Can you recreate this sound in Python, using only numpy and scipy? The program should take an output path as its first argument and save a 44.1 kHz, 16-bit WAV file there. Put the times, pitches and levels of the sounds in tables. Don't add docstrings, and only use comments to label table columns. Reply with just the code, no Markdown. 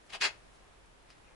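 import sys
import numpy as np
from scipy import signal
from scipy.fft import rfft, irfft, next_fast_len
from scipy.io import wavfile

SR = 44100
rng = np.random.default_rng(int(sys.argv[2]) if len(sys.argv) > 2 else 0)


def materialize(psi):
    bounded = np.clip(np.atleast_2d(psi).T, -1, 1)
    quanta = np.round(bounded * 32767).astype(np.int16)
    wavfile.write(sys.argv[1], SR, quanta)


N = 59535
T = np.arange(N) / SR


def amp(db):
    return 10 ** (np.asarray(db) / 20)


def unit(x):
    return x / np.sqrt(np.mean(x ** 2) + 1e-20)


def along(points, hz):
    freqs, values = np.transpose(points)
    return np.interp(np.log(hz + 1), np.log(freqs + 1), values)


def filtered(x, response):
    size = next_fast_len(N + SR // 2)
    return irfft(rfft(x, size) * response(np.fft.rfftfreq(size, 1 / SR)), size)[..., :N]


def below(x, edge_hz):
    return filtered(x, lambda hz: 1 / (1 + (hz / edge_hz) ** 6))


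def stereo_noise(colour, likeness):
    def gains(hz):
        angle = np.arccos(along(likeness, hz)) / 2
        return amp(along(colour, hz)) * [np.cos(angle), np.sin(angle)]
    mid, side = filtered(rng.standard_normal((2, N)), gains)
    return unit(np.array([mid + side, mid - side]))


def background(rumble_db=-64.5):
    # frequency in Hz, relative level in dB.
    hiss_colour = [(50, -28), (100, -5), (200, -8), (450, -6.5), (1000, -9), (1600, -12), (3100, -17),
                   (5000, -22), (8000, -25), (9500, -26.5), (11000, -25.5)]
    rumble_colour = [(15, -9), (30, -5), (46, 1), (60, -9), (100, -16), (200, -25.5), (500, -79)]
    # time in seconds, level in dB.
    hiss_levels = [(0, -60.5), (.4, -59), (.7, -60.5), (.95, -61.5), (1.2, -60), (1.35, -61)]
    # frequency in Hz, how alike left and right are.
    hiss_likeness = [(100, .3), (400, -0.025), (1500, -0.13), (8000, 0.086)]
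    hiss = amp(np.interp(T, *np.transpose(hiss_levels))) * stereo_noise(hiss_colour, hiss_likeness)
    return hiss + amp(rumble_db) * stereo_noise(rumble_colour, likeness=[(1, .67)])


def studio(x, echoes=24, echo_span_s=.012, echoes_db=-7.5, tail_db=-10.5):
    # frequency in Hz, seconds the tail takes to fade by 60 dB.
    fade_times = [(250, 0.31), (1000, 0.27), (3000, 0.2), (9000, 0.19)]
    hz, t, noise = signal.stft(rng.standard_normal((2, SR // 2)), SR, nperseg=256)
    fade = amp(-60 * t / along(fade_times, hz)[:, None])
    tail = signal.istft(noise * fade, SR, nperseg=256)[1]
    response = amp(tail_db) * tail / np.linalg.norm(tail[0])
    for side in response:
        delays_s = echo_span_s * (np.arange(echoes) + 1 + rng.random(echoes)) / echoes
        side[(SR * delays_s).astype(int)] += amp(echoes_db) * rng.choice([-1, 1], echoes) / np.sqrt(echoes)
    response[:, 0] += 1
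    response /= np.linalg.norm(response, axis=1, keepdims=True)
    return signal.fftconvolve(x, response, axes=1)[:, :N]


def finger_rubs():
    # middle and half length in seconds, level in dB, centre in Hz, width in octaves.
    rubs = [(0.063, 0.011, -67.5, 427, 0.22), (0.072, 0.012, -70.5, 6500, 0.94), (0.21, .005, -58, 210, .7),
            (.55, 0.022, -71.5, 5850, 0.74), (0.652, 0.067, -68, 700, 1.1), (0.783, 0.0061, -63, 520, 0.45),
            (1.112, .013, -64, 4200, 0.48), (1.119, 0.041, -71, 2100, .3), (1.275, 0.028, -68, 2330, 0.22),
            (1.322, 0.03, -67.5, 980, 1)]
    out = np.zeros(N)
    for middle, half, db, centre, width in rubs:
        band = lambda hz: np.exp(-.5 * (np.log2((hz + 1) / centre) / width) ** 2)
        swell = np.exp(-.5 * ((T - middle) / half) ** 2)
        out += amp(db) * swell * unit(filtered(rng.standard_normal(N), band))
    return out


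def wet_ticks(ring_fade_s=.0028, crack_fade_s=.003, crack_db=-13):
    # start in seconds, level in dB, pitch in Hz.
    ticks = [(.860, -54, 9500), (1.0945, -50, 2070), (1.1037, -40.5, 2100), (1.1039, -40, 5000)]
    out = np.zeros(N)
    for start, db, hz in ticks:
        t = np.maximum(T - start, 0)
        ring = np.sin(2 * np.pi * hz * t) * amp(-60 * t / ring_fade_s)
        crack = amp(crack_db - 60 * t / crack_fade_s) * rng.standard_normal(N)
        out += amp(db) * (T >= start) * (ring + crack)
    return out


def pot_response(hz):
    # pitch in Hz, width in Hz (narrower rings longer), relative level in dB.
    resonances = [(411, 19, -11), (660, 30, -11), (970, 66, -9.5), (1499, 18, 0.5), (1632, 26, -3),
                  (1818, 45, -3.5), (2207, 32, 2.5), (2557, 36, 4), (2790, 30, -7), (3220, 87, -9),
                  (4280, 40, -13), (4440, 35, -9.5), (4755, 34, -6), (4977, 27, -1.5)]
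    return sum(amp(db) * 1j * hz * width / (pitch ** 2 - hz ** 2 + 1j * hz * width)
               for pitch, width, db in resonances)


def clay_friction(slips_per_s=4000, scatter_db=2.5, own_share=.57):
    slips = (rng.random((3, N)) < slips_per_s / SR) * rng.choice([-1, 1], (3, N))
    sizes = amp(scatter_db * np.clip(rng.standard_normal((3, N)), -2, 2))
    parts = unit(unit(slips * sizes) + rng.standard_normal((3, N)))
    return np.sqrt(1 - own_share) * parts[0] + np.sqrt(own_share) * parts[1:]


def scrapes(body_hz=1290, body_cut=.62, body_fill_s=.021, grit_hz=3540, grit_fade_ratio=1.08):
    # time of full force, time to rise 30 dB, time held and time to fall 60 dB, all in
    # seconds, then level in dB, firmness from 0 to 1, ring in dB compared with the direct sound.
    strokes = [(.1025, .022, .005, .04, -50, .5, -25), (.134, .032, 0.021, 0.08, -39.3, 0, -11.5),
               (.2135, .011, .047, .105, -27, 0.99, -6.5)]
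    # frequency in Hz, relative level in dB.
    soft_colour = [(80, -23), (170, -10), (280, -18), (450, -6), (750, 0), (1000, 1), (1550, -12),
                   (2200, -5.5), (2900, -2), (4200, -12.5), (5800, -16.5), (8500, -22.5), (11000, -25)]
    firm_colour = [(120, -32), (210, -26.5), (300, -15), (550, -9.5), (950, -7.5), (1750, -3.5), (2550, -1),
                   (3050, -8), (3700, -8), (4500, -5.5), (5700, -14), (6900, -13), (8300, -22),
                   (11000, -27.5)]
    out = np.zeros((2, N))
    for full, rise, hold, fall, db, firmness, ring_db in strokes:
        swell = amp(-30 * np.maximum(full - T, 0) / rise)
        release = amp(-60 * np.maximum(T - full - hold, 0) / fall)
        friction = clay_friction()
        body = below(friction, body_hz)
        grit = friction - below(friction, grit_hz)
        thinning = body_cut * np.exp(-np.maximum(T - full, 0) / body_fill_s)
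        lower_part = friction - grit - thinning * body
        force = swell * (release * lower_part + release ** grit_fade_ratio * grit)
        colour = lambda hz: amp((1 - firmness) * along(soft_colour, hz) + firmness * along(firm_colour, hz))
        direct = unit(filtered(force, colour))
        ring = amp(ring_db) * unit(filtered(force, pot_response))
        out += amp(db) * np.sqrt(np.mean(force ** 2)) * unit(direct + ring)
    return out


def scene(pan_db=1.46):
    clay = studio(scrapes() + wet_ticks() + finger_rubs())
    return clay * amp([[pan_db], [-pan_db]]) + background()


def record(dry, top_hz=11130):
    return filtered(dry, lambda hz: hz < top_hz)


dry = scene()
out = record(dry)
materialize(out)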